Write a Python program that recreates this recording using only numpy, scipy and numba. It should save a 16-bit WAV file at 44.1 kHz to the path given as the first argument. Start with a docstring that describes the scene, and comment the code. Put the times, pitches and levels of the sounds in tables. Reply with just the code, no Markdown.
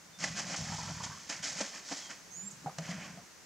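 """Elephants wallow in a mud hole in dry grass, some way off, over the steady soft hiss of the bush.
A far bird whistles faintly; then the first heaves slosh the pool and throw up mud and a spray of drops.
Trapped air gurgles out in uneven pulses, and single pockets plop open and ring as cavities.
More splashes follow and the whistle returns. In a lull a small bird gives one thin rising chirp,
and the scene ends on a last few splashes and a run of plops."""
import sys
import numpy as np
from scipy import signal
from scipy.fft import rfft, irfft
from scipy.io import wavfile
from numba import njit

SR = 44100
rng = np.random.default_rng(int(sys.argv[2]) if len(sys.argv) > 2 else 0)


def pcm_store(signal):
    """Save signal as 16-bit PCM."""
    levels = np.round(np.clip(np.atleast_2d(signal), -1, 1) * 32767)
    wavfile.write(sys.argv[1], SR, levels.astype(np.int16).T)


N = 152145
T = np.arange(N) / SR
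FREQS = np.maximum(np.fft.rfftfreq(N, 1 / SR), 1)


def undb(db):
    """Amplitude ratio of a level in decibels."""
    return 10 ** (np.asarray(db) / 20)


def unit(x):
    """Normalisation to an rms of 1."""
    return x / np.sqrt(np.mean(x ** 2))


def shape(points):
    """Frequency response through (frequency_hz, gain_db) points, on logarithmic axes."""
    hz, db = np.array(points, float).T
    return undb(np.interp(np.log(FREQS), np.log(hz), db))


def colour(x, gain):
    """Zero-phase filtering: the spectrum is multiplied by a frequency response."""
    return irfft(rfft(x) * gain, N)


def band(low_hz, high_hz, order=8):
    """Magnitude response of a maximally flat band-pass."""
    return 1 / np.sqrt((1 + (low_hz / FREQS) ** (2 * order)) * (1 + (FREQS / high_hz) ** (2 * order)))


def noise(gain):
    """Filtered white noise with an rms of 1."""
    return unit(colour(rng.standard_normal(N), gain))


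def wander(rate_hz):
    """Random modulation: smooth, band-limited noise."""
    return noise(band(0.85, rate_hz, order=2))


def fade(times, db):
    """Amplitude envelope along a level curve, silent outside it."""
    return np.interp(T, times, np.ones(len(times)), 0, 0) * undb(np.interp(T, times, db))


def swell(start, rise, fall):
    """Transient envelope: linear attack, exponential decay."""
    return np.clip((T - start) / rise, 0, 1) * np.exp(-np.maximum(T - start - rise, 0) / fall)


def grains(rate_per_s, spread_db):
    """Shot noise: independent impacts whose levels are exponentially distributed."""
    size = undb(spread_db * np.minimum(rng.exponential(size=N), 4))
    return (rng.random(N) < rate_per_s / SR) * size * np.sign(rng.standard_normal(N))


@njit
def resonate(x, hz, width_hz):
    """Second-order resonator with a moving centre frequency and constant bandwidth."""
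    y, band_state, low_state = np.empty(len(x)), 0., 0.
    for i in range(len(x)):
        tuning, damping = np.tan(np.pi * hz[i] / SR), width_hz / hz[i]
        passed = (band_state + tuning * (x[i] + 1e-18 - low_state)) / (1 + tuning * (tuning + damping))
        band_state = 2 * passed - band_state
        low_state += 2 * tuning * passed
        y[i] = damping * passed
    return y


def scatter(x, decay_s):
    """Diffuse reflection: convolution with exponentially decaying noise."""
    tail = rng.standard_normal(N) * np.exp(-T / decay_s)
    return signal.fftconvolve(x, tail / np.sqrt(np.sum(tail ** 2)))[:N]


# Spectrum of the hiss: frequency_hz, gain_db
BUSH_SPECTRUM = [(25, -16), (60, -10), (165, -1.5), (600, -5), (1200, -4.5), (1900, -5), (3400, -12),
                 (6400, -4), (9500, -18), (15500, -24.5)]
# Stereo width of the hiss: frequency_hz, side_minus_mid_db
BUSH_WIDTH = [(30, -13), (150, -0.5), (1000, -6.5), (3000, -2.5), (6500, -5), (11000, -1)]
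# Slow swell of the hiss: time_s, level_db
BUSH_ENVELOPE = [(0, -57.5), (1.2, -57), (2.7, -55.5), (3.3, -57)]


def bush():
    """Broadband noise of grass and leaves; partial coherence between the channels gives it width."""
    mid, side = noise(shape(BUSH_SPECTRUM)), noise(shape(BUSH_SPECTRUM))
    stereo = mid + np.array([[1], [-1]]) * colour(side, shape(BUSH_WIDTH))
    return undb(np.interp(T, *np.array(BUSH_ENVELOPE).T)) * stereo


# Notes of the far bird: start_s, length_s, first_hz, last_hz, level_db
WHISTLE_NOTES = [(0.124, 0.072, 3610, 3560, -59.5), (1.989, 0.14, 3360, 3110, -57)]


def whistles():
    """A far bird's faint pure tones glide downward with slight random frequency modulation."""
    out = 0
    for start, length, first_hz, last_hz, level_db in WHISTLE_NOTES:
        along = np.clip((T - start) / length, 0, 1)
        pitch = first_hz + (last_hz - first_hz) * along + 45 * wander(180)
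        out += undb(level_db) * np.sin(np.pi * along) * np.sin(2 * np.pi * np.cumsum(pitch) / SR)
    return np.sqrt(2) * out


# Course of the near bird's chirp: time_s, pitch_hz, level_db, buzz_fraction
CHIRP_CONTOUR = [(2.307, 6300, -58, 0.72), (2.334, 6400, -51, 0.45), (2.363, 6800, -47.5, 0.57),
                 (2.411, 6960, -44.5, 0.03), (2.454, 7290, -51.5, 0.46), (2.48, 7470, -40.5, 0),
                 (2.497, 7300, -58, 0)]
# High rasp that closes it: start_s, rise_s, fall_s, level_db
CHIRP_RASP = [(2.5, 0.012, 0.024, -48)]


def chirp(flutter_hz=150, deviation_hz=150, second_ratio=1.23, second_db=-12, left_minus_right_db=-7):
    """Amplitude and frequency modulation roughen two rising voices; a pure note and a rasp end them."""
    times, hz, db, buzz = np.array(CHIRP_CONTOUR).T
    buzz = np.interp(T, times, buzz)
    flutter = np.sin(2 * np.pi * np.cumsum(flutter_hz * (1 + 0.204 * wander(62))) / SR)
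    pitch = np.interp(T, times, hz) + deviation_hz * buzz * wander(430)
    phase = 2 * np.pi * np.cumsum(pitch) / SR
    voices = np.sin(phase) + undb(second_db) * buzz * np.sin(second_ratio * phase)
    start, rise, fall, rasp_db = CHIRP_RASP[0]
    rasp = noise(band(6300, 7530, order=12)) * undb(rasp_db) * swell(start, rise, fall)
    out = np.sqrt(2) * voices * (1 + 1.1 * buzz * flutter) * fade(times, db) + rasp
    return out * undb(np.array([[1], [-1]]) * left_minus_right_db / 2)


# Motion of the pool: time_s, level_db
SLOSH_ENVELOPE = [(0, -70), (.17, -65), (0.219, -47.5), (.3, -48.5), (.4, -50), (.72, -51.5), (1.1, -57),
                  (1.3, -64.5), (1.47, -53), (1.6, -61), (1.8, -92), (2.47, -57.5), (2.74, -62),
                  (2.85, -51.5), (3.12, -51.5), (3.251, -60)]
# Spectrum of a glug: frequency_hz, gain_db
GLUG_SPECTRUM = [(30, -42), (70, -14), (120, -9), (170, 2), (230, -9), (330, -28), (600, -73)]


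def slosh():
    """Displacement: the bodies push the pool about, and small deep glugs merge into shot noise."""
    glugs = colour(grains(rate_per_s=260, spread_db=0), shape(GLUG_SPECTRUM))
    return unit(glugs) * fade(*np.array(SLOSH_ENVELOPE).T)


# Air escaping through the mud: time_s, cavity_db, mouth_db, mouth_hz
GURGLE_CONTOUR = [(0.567, -61, -80, 650), (.6, -43.5, -56, 680), (.69, -46.5, -54.5, 800),
                  (.76, -43, -52, 886), (.85, -52.5, -51, 890), (.96, -46, -57, 990),
                  (1.07, -48.5, -48.5, 939), (1.142, -52.5, -49, 1085), (1.222, -75, -69, 1140)]
# Resonances of the cavity: frequency_hz, gain_db
CAVITY_RESPONSE = [(25, -23), (50, -15), (100, 5.5), (125, -2), (160, 5.5), (250, -10), (330, -47)]


def gurgle(count=60, rate_per_s=41, width_hz=220., upper_ratio=1.47, upper_db=-5, puff_s=.016):
    """Source and filter: uneven air bursts excite a cavity and a mouth whose pitch rises as it narrows."""
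    times, cavity_db, mouth_db, mouth_hz = np.array(GURGLE_CONTOUR).T
    gap, size = rng.standard_normal((count, 2)).T
    onsets = times[0] + np.cumsum(np.exp(.25 * gap)) / rate_per_s
    bursts = np.bincount((onsets * SR).astype(int), undb(1.7 * size), N)[:N]
    cavity = -unit(colour(bursts, shape(CAVITY_RESPONSE)))
    tails = signal.lfilter([1], [1, -np.exp(-1 / (puff_s * SR))], bursts)
    puffs = bursts + .1 * tails * rng.standard_normal(N)
    hz = np.interp(T, times, mouth_hz) * (1 + 0.026 * wander(44))
    lower, upper = (resonate(resonate(puffs, f, width_hz), f, width_hz) for f in (hz, hz * upper_ratio))
    mouth = unit(lower + undb(upper_db) * upper)
    duty_gain = np.sqrt(count / rate_per_s * SR / N)  # refers the rms to the time the bursts last
    return duty_gain * (cavity * fade(times, cavity_db) + mouth * fade(times, mouth_db))


def ring(start, hz, decay, rise_s=.0025, glide=.039):
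    """Damped oscillation of a cavity whose pitch lifts a little as it rings out."""
    age = np.maximum(T - start, 0)
    pitch = hz * (1 + glide * (1 - np.exp(-age / decay)))
    phase = np.cumsum((age > 0) * pitch) / SR
    return np.sin(2 * np.pi * phase) * (1 - np.exp(-age / rise_s)) * np.exp(-age / decay)


# Pockets that plop open: start_s, cavity_hz, cavity_db, cavity_decay_s, mouth_hz, mouth_db
AIR_POCKETS = [(.239, 190, -44, .02, 1900, -23), (.721, 155, -34, .02, 880, -33.5),
               (.783, 150, -36, .014, 900, -35.5), (.903, 150, -37, .018, 950, -48),
               (1.002, 170, -46, .012, 980, -34.5), (1.603, 200, -36, .02, 560, -41),
               (1.913, 275, -38, .018, 760, -39), (2.43, 195, -43, .04, 600, -66),
               (2.643, 270, -41, .014, 650, -56), (2.66, 150, -32, .018, 750, -29),
               (2.693, 180, -46, .01, 1150, -46), (2.785, 158, -34, .036, 640, -39.5),
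               (2.889, 172, -31, .03, 670, -46), (2.927, 200, -36, .016, 650, -50),
               (2.98, 160, -35, .014, 680, -50), (3.173, 190, -44, .018, 690, -45)]


def plops(flaps=4, flap_ratio=.76, gap_cycles=5.5, decay_cycles=3.2, squelch_cycles=20, squelch_db=-13):
    """Cavity resonance: a pocket booms while its mouth squelches and flaps open, weaker each time."""
    out = 0
    for pocket, jitter in zip(AIR_POCKETS, rng.standard_normal((len(AIR_POCKETS), flaps, 2))):
        start, cavity_hz, cavity_db, decay, mouth_hz, mouth_db = pocket
        squelch = noise(band(mouth_hz * 0.75, mouth_hz * 1.08, order=3))
        mouth = undb(squelch_db) * squelch * swell(start, .0025, squelch_cycles / mouth_hz)
        for k, (late, detune) in enumerate(jitter):
            onset = start + gap_cycles / mouth_hz * (k + 0.143 * late * (k > 0))
            flap = ring(onset, mouth_hz * (1 + 0.041 * detune), decay_cycles / mouth_hz)
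            mouth += 2 * flap_ratio ** k * flap
        out += undb(cavity_db) * ring(start, cavity_hz, decay) + undb(mouth_db) * mouth
    return colour(out, band(105, SR, order=2))


def bubbles(spectrum, count=2400, low_hz=900, high_hz=2800, decay_cycles=9):
    """Bubble resonance: each tiny bubble pings at its own pitch, and higher ones die away sooner."""
    out, age = np.zeros(N), T[:SR // 20]
    for when, height, strength in rng.random((count, 3)):
        hz = low_hz * (high_hz / low_hz) ** height
        first = int(when * (N - len(age)))
        ping = np.sin(2 * np.pi * hz * age) * np.exp(-age * hz / decay_cycles)
        out[first:first + len(age)] += strength * ping
    return unit(colour(out, spectrum * band(low_hz, high_hz)))


# Splashes thrown by the heaves: start_s, rise_s, fall_s, mud_db, splatter_db, spray_db
SPLASH_EVENTS = [(0.184, 0.013, 0.11, -56, -53, -44.5), (0.199, 0.037, 0.082, -51.5, -43, -41),
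                 (0.237, 0.0026, 0.019, -39, -41, -34.5), (0.344, 0.044, 0.049, -45, -41.5, -38),
                 (.42, 0.11, 0.071, -46, -45, -41.5), (0.535, 0.011, 0.011, -42.5, -40, -47),
                 (.558, 0.0086, 0.051, -70, -63, -38.5), (.58, 0.11, 0.42, -59, -48.5, -43),
                 (.87, 0.029, 0.019, -45, -53, -71), (1.028, 0.013, 0.029, -50.5, -47.5, -40),
                 (1.288, 0.013, 0.057, -48.5, -41.5, -39), (1.421, 0.02, 0.1, -50, -43, -37),
                 (1.549, 0.046, 0.09, -49.5, -45, -39.5), (1.601, 0.0093, 0.016, -35, -36, -35.5),
                 (1.721, 0.029, 0.046, -54.5, -48, -46), (1.827, 0.1, 0.061, -53, -49.5, -42),
                 (1.905, 0.018, 0.0079, -37, -44.5, -41.5), (1.963, 0.0073, 0.11, -56, -53, -45.5),
                 (2.087, 0.021, 0.028, -56, -43, -47.5), (2.759, 0.16, 0.053, -53, -46.5, -48),
                 (2.784, 0.0011, 0.0052, -34.5, -39, -38.5), (2.959, 0.069, 0.076, -50.5, -47.5, -52.5)]
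# Colour of the splashes as heard, the ground reflection cutting dips near 2.8 and 3.7 kHz: frequency_hz,
# gain_db
SPLASH_COLOUR = [(100, -45), (170, -7.5), (294, -10), (420, -21.5), (570, -9), (757, -10), (833, -12.5),
                 (1090, -17), (1840, -8), (2810, -11), (3090, -4), (3750, -6), (4540, -0.5), (6300, 2.5),
                 (7080, -0.5), (11200, -32), (15000, -55)]
# Showers of mud, splatter and spray, a row each: rate_per_s, spread_db
SHOWERS = [(1400, 2.35), (3000, 1.3), (5000, 1.5)]


def splashes(edges_hz=(100, 1070, 2840, SR), bubble_db=-3, clump_hz=50, clump_db=1.1):
    """Impact noise: mud lumps, bubbly splatter and fine spray fall in clumps, each in its own band."""
    spectrum = shape(SPLASH_COLOUR)
    mud, splatter, spray = (unit(colour(grains(*shower), spectrum * band(low_hz, high_hz)))
                            for shower, low_hz, high_hz in zip(SHOWERS, edges_hz, edges_hz[1:]))
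    splatter += undb(bubble_db) * bubbles(spectrum)
    out = 0
    for k, shower in enumerate([mud, splatter, spray]):
        # overlapping splashes are incoherent, so their powers add
        power = sum((undb(db[k]) * swell(start, rise, fall)) ** 2
                    for start, rise, fall, *db in SPLASH_EVENTS)
        clumped = unit(shower * undb(clump_db * wander(clump_hz)))
        out += clumped * np.sqrt(power)
    return colour(out, band(edges_hz[0], SR, order=3))


# Stereo width of the wallow: frequency_hz, side_minus_mid_db
WALLOW_WIDTH = [(60, -2), (160, -26.5), (700, -19), (2000, -58), (5000, -12.5), (8000, -6.5)]
# Direction of the wallow, slightly to the right: frequency_hz, left_minus_right_db
WALLOW_BALANCE = [(600, .3), (1300, -2.5), (2500, -1.2), (6000, 0)]


def scene(trees_db=-12):
    """Scattering: trees add a faint tail to wallow and whistles, grass widens them; chirp and hiss join."""
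    direct = slosh_and_splashes = splashes() + slosh()
    direct = slosh_and_splashes + plops() + gurgle() + whistles()
    tail = scatter(colour(direct, band(740, 15000, order=2)), decay_s=0.11)
    mid = direct + undb(trees_db) * tail
    side = colour(scatter(mid, decay_s=0.0019), shape(WALLOW_WIDTH))
    pan = np.sqrt(shape(WALLOW_BALANCE))
    return np.array([colour(mid + side, pan), colour(mid - side, 1 / pan)]) + chirp() + bush()


def record(dry, cutoff_hz=15700):
    """Band limiting: a steep elliptic low-pass removes the highest treble."""
    return signal.sosfilt(signal.ellip(10, .1, 70, cutoff_hz, fs=SR, output="sos"), dry)


dry = scene()
out = record(dry)
pcm_store(out)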